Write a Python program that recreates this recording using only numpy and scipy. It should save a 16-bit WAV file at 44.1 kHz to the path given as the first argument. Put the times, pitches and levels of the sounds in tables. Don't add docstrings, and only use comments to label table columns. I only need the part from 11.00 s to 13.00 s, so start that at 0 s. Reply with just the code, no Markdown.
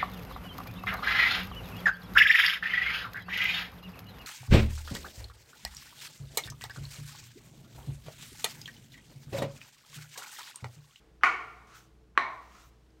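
import sys
import numpy as np
from scipy import signal
from scipy.fft import rfft, irfft, next_fast_len
from scipy.io import wavfile

SR = 44100
rng = np.random.default_rng(int(sys.argv[2]) if len(sys.argv) > 2 else 0)


def field_ratio(decibels):
    return 10 ** (np.asarray(decibels, dtype=float) / 20)


def store_pcm(level_fs):
    pcm = np.round(np.clip(level_fs, -1, 1) * 32767).astype(np.int16)
    wavfile.write(sys.argv[1], SR, np.atleast_2d(pcm).T)


N = 88200


def unit(x):
    return x / np.sqrt(np.mean(x ** 2) + 1e-20)


def along(points, hz):
    f, v = np.transpose(points)
    return np.interp(np.log(hz + 1), np.log(f + 1), v)


def curves(rows):
    s, *cols = np.transpose(rows)
    return [np.interp(np.arange(N) / SR, s, c) for c in cols]


def filtered(x, response):
    m = next_fast_len(len(x) + 8192)
    spectrum = rfft(x, m) * response(np.fft.rfftfreq(m, 1 / SR))
    return irfft(spectrum, m)[:len(x)]


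def bump(hz, centre_hz, width_hz):
    return np.exp(-.5 * ((hz - centre_hz) / (width_hz / 2)) ** 2)


def noise(colour, t):
    return unit(filtered(rng.standard_normal(len(t)), lambda f: field_ratio(along(colour, f))))


def add(track, s, sound):
    part = track[round(s * SR):][:len(sound)]
    part += sound[:len(part)]


# frequency in Hz, level in dB.
AIR_COLOUR = [(15, -60), (25, -19), (48, -15.5), (126, -3.5), (267, -11), (433, -10), (598, -16),
              (5280, -32), (15500, -45.5)]
# time in seconds, level in dB, faint treble rustle of lather in dB.
AIR_LEVEL = [(0.0, -64, -1.5), (0.27, -75, 5.5), (0.41, -61.5, 2.5), (0.92, -73, 6.5), (1.2, -73.5, 0.5),
             (1.34, -62, 2), (1.48, -66, 4), (1.65, -71.5, 5), (2.0, -72, 5)]
# frequency in Hz, level in dB, width in Hz.
FAN_HUM = [(41, -73.5, 4.4), (60.1, -71.5, 9), (117.7, -74.5, 2.5), (149, -77, 11), (181, -83, 6),
           (202, -77.5, 15.1), (322, -74.5, 23), (440, -75.5, 17)]
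# frequency in Hz, level in dB.
STEADY_HUM = [(59.2, -63), (118.4, -76)]


def air():
    still_hz, still_db, rustle_hz = 506, -69.5, 2525
    level_db, rustle_db = curves(AIR_LEVEL)
    hiss = filtered(rng.standard_normal(N), lambda f: field_ratio(along(AIR_COLOUR, f)))
    hiss = hiss / np.std(filtered(hiss, lambda f: (f > 300) & (f < 5000)))

    def above(hz):
        return filtered(hiss, lambda f: f ** 2 / (f ** 2 + hz ** 2))

    upper = above(still_hz)
    still = field_ratio(still_db) * (hiss - upper)
    moving = field_ratio(level_db) * (upper + (field_ratio(rustle_db) - 1) * above(rustle_hz))
    out = still + moving
    for hz, db, width_hz in FAN_HUM:
        out += field_ratio(db) * unit(filtered(rng.standard_normal(N), lambda f: bump(f, hz, width_hz)))
    for hz, db in STEADY_HUM:
        out += field_ratio(db) * np.sqrt(2) * np.sin(2 * np.pi * hz * np.arange(N) / SR)
    return out


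# start in seconds, level in dB, frequency in Hz, decay in cycles.
SNAPS = [(.2344, -41, 14500, 5), (.2116, -46, 1500, 2), (.672, -55, 6000, 3), (.675, -59, 9000, 2),
         (.7486, -52, 5900, 2), (.767, -55, 8000, 2), (.675, -54, 1150, 8), (.689, -54, 1150, 8),
         (1.1532, -51, 1500, 2), (1.522, -52, 3000, 2), (1.522, -55, 6500, 3), (1.527, -61, 14000, 2),
         (1.539, -62, 14500, 2), (1.57, -58, 8000, 1), (1.651, -59, 14000, 2), (1.553, -51, 1300, 3),
         (1.5525, -52, 6300, 4), (1.5525, -58, 14000, 2), (1.598, -50, 7000, 3), (1.598, -55, 12500, 2),
         (1.602, -55, 7500, 2), (1.905, -64, 5000, 12)]


def snaps():
    out, t = np.zeros(N), np.arange(SR // 50) / SR
    for s, db, hz, cycles in SNAPS:
        add(out, s, field_ratio(db) * np.exp(-t * hz / cycles) * np.sin(2 * np.pi * hz * t))
    return out


# frequency in Hz, t60 in seconds.
TILES = [(250, 0.59), (700, 0.76), (1200, 0.53), (2300, 0.43), (4500, 0.43), (9000, 0.38), (15000, 0.22)]


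def room_tail(colour, bands, early, late_db, late):
    rise_s = .004
    hz, t, z = signal.stft(rng.standard_normal(SR), SR, nperseg=256)
    fall_db = -60 * t / along(TILES, hz)[:, None]
    fade = np.hypot(field_ratio(fall_db / early), field_ratio(late_db + fall_db / late))
    tail = signal.istft(z * fade, SR, nperseg=256)[1][:SR]

    def sent(f):
        return field_ratio(along(colour, f) + sum(db * bump(f, c, w) for c, w, db in bands))

    tail = filtered(tail, sent)
    t = np.arange(SR) / SR
    start_rms = np.sqrt(np.mean(tail[:SR // 20] ** 2))
    return tail / start_rms * (1 - np.exp(-(t / rise_s) ** 2))


KNOCK_S = [.23452, 1.1759]
# click level in dB, click frequency in Hz, then crack, bristle squash and room levels in dB.
KNOCKS = [
    (-9, 1800, -21, -44, -23.5),
    (-8.5, 1637, -24, -50, -31.5),
]
# frequency in Hz, level in dB, t60 in seconds.
RINGS = [
    [(344, -34, 0.027), (1110, -27.5, 0.13), (1220, -9, 0.053), (1380, -22.5, 0.076), (1827, -17, .05),
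     (2140, -5.5, 0.0078), (2960, -14, 0.01), (756, -28.5, 0.17), (4560, -28, 0.015), (5260, -31.5, .012),
     (7130, -52, 0.01058), (11300, -54.5, 0.0057)],
    [(343, -25, 0.028), (1125, -8, 0.033), (1450, -35.5, 0.037), (1825, -28, 0.031), (1988, -26, 0.12),
     (2340, -1, 0.0056), (2930, -14.5, 0.009), (4140, -21, 0.0092), (5910, -32.5, 0.011), (8060, -58, .006)],
]
# frequency in Hz, level in dB.
CRACKS = [
    [(2000, -22.5), (3000, -3.5), (4700, -1.5), (7100, -10.5), (9500, -21.5), (12000, -26), (14500, -18.5),
     (16500, -21)],
    [(2000, -22), (3200, 8.5), (4200, -19.5), (5800, -11), (8200, -15.5), (10000, -32), (15000, -62.5)],
]
# frequency in Hz, level in dB.
SQUASH = [(400, -9.5), (1000, 9.5), (2000, -1.5), (3200, -2.5), (4200, -22), (6000, -15.5), (8000, -41.5)]
# frequency in Hz, level in dB.
SENT = [
    [(88, -52), (150, -32.5), (708, -19.5), (860, -10), (1110, -2.5), (1700, -9.5), (2180, 1.5),
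     (3620, -24), (15500, -49.5)],
    [(88, -70), (150, -29.5), (695, -17), (844, -7), (1090, -4.5), (1320, -15), (2270, -12), (2700, -22.5),
     (8000, -48), (15500, -56.5)],
]
# frequency in Hz, width in Hz, boost in dB.
BANDS = [
    [(382, 220, 13.5), (561, 98, -6), (720, 110, 12.5), (1660, 111, 1.5), (1820, 120, 7), (1170, 190, 6.5),
     (1423, 130, 11), (2280, 190, 4), (2840, 120, 1), (4330, 520, 4.5), (6360, 2100, 6), (9400, 820, 2.5),
     (11500, 700, 3.5)],
    [(330, 157, 2.5), (540, 110, -5.5), (670, 130, 5), (840, 160, -5), (1620, 180, 1), (1070, 140, 4),
     (1380, 170, 6.5), (1840, 88, 8), (2174, 260, 6.5), (4000, 620, 10), (5920, 450, 7.5)],
]
# early decay as a share of the t60, late tail in dB, late decay as a share of the t60.
FADES = [
    (0.8, -8.5, 1.593),
    (0.85, -5.5, 1.35),
]


def knocks():
    contact_s, sharpness, ring_rise_s = .00102, 1.84, .001
    crack_t60_s, crack_late_s = .004, .0003
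    squash_s, squash_rise_db = .0228, 9
    out, t = np.zeros(N), np.arange(SR // 10) / SR
    push = np.exp(-.5 * (sharpness * (t / contact_s - 1)) ** 2)
    ring_rise = 1 - np.exp(-(t / ring_rise_s) ** 2)
    crack_rise = 1 - np.exp(-(t / crack_late_s) ** 2)
    each = zip(KNOCK_S, KNOCKS, RINGS, CRACKS, SENT, BANDS, FADES)
    for s, (db, hz, crack_db, squash_db, room_db), modes, crack, colour, bands, fade in each:
        add(out, s, field_ratio(db) * push * np.sin(2 * np.pi * hz * t))
        ring = sum(field_ratio(level - 60 * t / t60) * np.sin(2 * np.pi * f * t) for f, level, t60 in modes)
        add(out, s, -ring * ring_rise)
        add(out, s, field_ratio(crack_db - 60 * t / crack_t60_s) * crack_rise * noise(crack, t))
        squash_level = field_ratio(squash_db + squash_rise_db * (t / squash_s - 2)) * (t < squash_s)
        add(out, s - squash_s, squash_level * noise(SQUASH, t))
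        add(out, s, field_ratio(room_db) * room_tail(colour, bands, *fade))
    return out


STANDING_DB = [-30.5, -38]
# frequency in Hz, level in dB, t60 in seconds.
STANDING = [
    [(704, -13.5, 0.92), (758, -17, .2), (1120, -3.5, 1), (1293, -23, 0.41), (1407, -13, 0.76),
     (1430, -17, 0.51), (1845, -13, .3), (2010, -10, 0.3), (2110, -10, .3), (2250, -8.5, 0.24),
     (2385, -12, 0.27), (966, -17.5, 0.24), (2816, -27, .29), (3070, -20.5, 1)],
    [(700, -21, 0.41), (1068, -11, 0.45), (1140, -1, 0.62), (1433, -6.5, .3), (1478, -11, .33),
     (1820, -3.5, 0.34), (1960, -9.5, .3), (2120, -11, .4), (2250, -8.5, 0.51), (2320, -10, 0.25),
     (2900, -16.5, 0.28), (3960, -21, .45)],
]


def standing_waves():
    longest_s, rise_s, beat_hz, twin_level = .55, .01, 21, 0.97
    out, t = np.zeros(N), np.arange(SR) / SR
    rise = 1 - np.exp(-t / rise_s)
    for s, level_db, modes in zip(KNOCK_S, STANDING_DB, STANDING):
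        draw = rng.random((len(modes), 3))
        for (hz, db, t60), (phase, twin_phase, spread) in zip(modes, draw):
            twin_hz = hz + beat_hz * (.5 + spread)
            pair = np.sin(2 * np.pi * (hz * t + phase))
            pair += twin_level * np.sin(2 * np.pi * (twin_hz * t + twin_phase))
            add(out, s, field_ratio(level_db + db - 60 * t / min(t60, longest_s)) * pair * rise)
    return out


# centre in seconds, frequency in Hz, level in dB, length in seconds.
SWELLS = [(.268, 1095, -28, .05), (0.272, 1450, -24, .04), (0.284, 1950, -31, .05),
          (0.341, 2250, -35.5, .07), (0.346, 1837, -41.5, .05), (0.398, 1090, -40.5, .05),
          (0.423, 2222, -45, .05), (.25, 2250, -26.5, .04), (.37, 1460, -40, .06), (.445, 1120, -42, .06),
          (0.509, 1220, -49, .07), (.5, 1380, -50, .06), (.56, 720, -55, .07), (1.204, 1093, -31, .05),
          (1.228, 1010, -40.5, .05), (1.206, 1996, -35, .05), (1.227, 1812, -35, .06),
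          (1.276, 2230, -45, .07), (1.305, 1101, -39.5, .05), (1.331, 1043, -38, .05),
          (1.392, 1120, -47, .07)]


def swells():
    out = np.zeros(N)
    for s, hz, db, length in SWELLS:
        t = np.arange(round(length * SR)) / SR
        add(out, s - length / 2, field_ratio(db) * np.sin(np.pi * t / length) ** 2 * np.sin(2 * np.pi * hz * t))
    return out


# time in seconds, pressure in dB, brightness in dB per octave,
# bowl mouth frequency in Hz, lather fizz in dB.
WIPES = [
    [(0.62, -80, 3, 1130, -92), (0.668, -100, 1.5, 1140, -91), (0.672, -72, -1, 1110, -84),
     (0.734, -67.5, -2, 1300, -86.5), (0.752, -61, 0, 1400, -69), (0.782, -62.5, 1.5, 1380, -68),
     (0.87, -77.5, 2.5, 1230, -85.5), (0.924, -103, -4.5, 1210, -104), (0.95, -84.5, 2.5, 1170, -100)],
    [(1.4, -78, -6, 1180, -77), (1.486, -75.5, -1.5, 1070, -83), (1.558, -67.5, -1, 1220, -78),
     (1.626, -66, 1, 1300, -78), (1.655, -70.5, 0, 1200, -70.5), (1.69, -72, 4, 1070, -77.5),
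     (1.708, -81.5, 0.5, 1186, -89), (1.746, -85, -2.5, 1220, -99), (1.78, -88, 5, 1120, -93.5)],
]
# frequency in Hz, level in dB.
BRISTLES = [(240, -63), (400, -31), (543, -61), (605, -13.5), (1400, -10), (1820, -8.5), (5070, -16.5),
            (6100, -13), (15500, -34.5)]


def wipe(rows):
    slips_per_s, crackle_db, edge_s = 1500, -9, .031
    mouth_width_hz, mouth_db = 240, 13
    fizz_hz, fizz_width_hz, fizz_boost_db = 14280, 4200, 5.5
    slips = (rng.random(N) < slips_per_s / SR) * rng.standard_normal(N)
    drag = rng.standard_normal(N) + field_ratio(crackle_db) * unit(slips)
    hz, t, z = signal.stft(drag, SR, nperseg=512, noverlap=384)
    hz = hz[:, None]
    s, *controls = np.transpose(rows)
    db, tilt, mouth_hz, fizz_db = (np.interp(t, s, c) for c in controls)
    plain = field_ratio(along(BRISTLES, hz))
    plain = plain / np.sqrt(np.mean(plain ** 2 * ((hz > 4000) & (hz < 9000))))
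    brightness_db = tilt * np.log2((hz + 50) / 6000)
    bristles = plain * field_ratio(db + brightness_db + mouth_db * bump(hz, mouth_hz, mouth_width_hz))
    fizz = field_ratio(fizz_db + fizz_boost_db) * bump(hz, fizz_hz, fizz_width_hz)
    inside = np.clip(np.minimum(t - s[0], s[-1] - t) / edge_s, 0, 1)
    return signal.istft(z * np.hypot(bristles, fizz) * inside, SR, nperseg=512, noverlap=384)[1][:N]


def scene():
    out = knocks()
    for rows in WIPES:
        out += wipe(rows)
    out += snaps() + swells() + air() + standing_waves()
    return out[None]


def low_pass(x):
    return signal.sosfilt(signal.butter(12, 16760, fs=SR, output="sos"), x)


def record(dry):
    port_hz, port_width_hz, port_db, top_hz = 10430, 520, -5.5, 15800
    x = filtered(dry[0], lambda f: field_ratio(port_db * bump(f, port_hz, port_width_hz)) * (f < top_hz))
    return low_pass(x[None])


dry = scene()
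out = record(dry)
store_pcm(out)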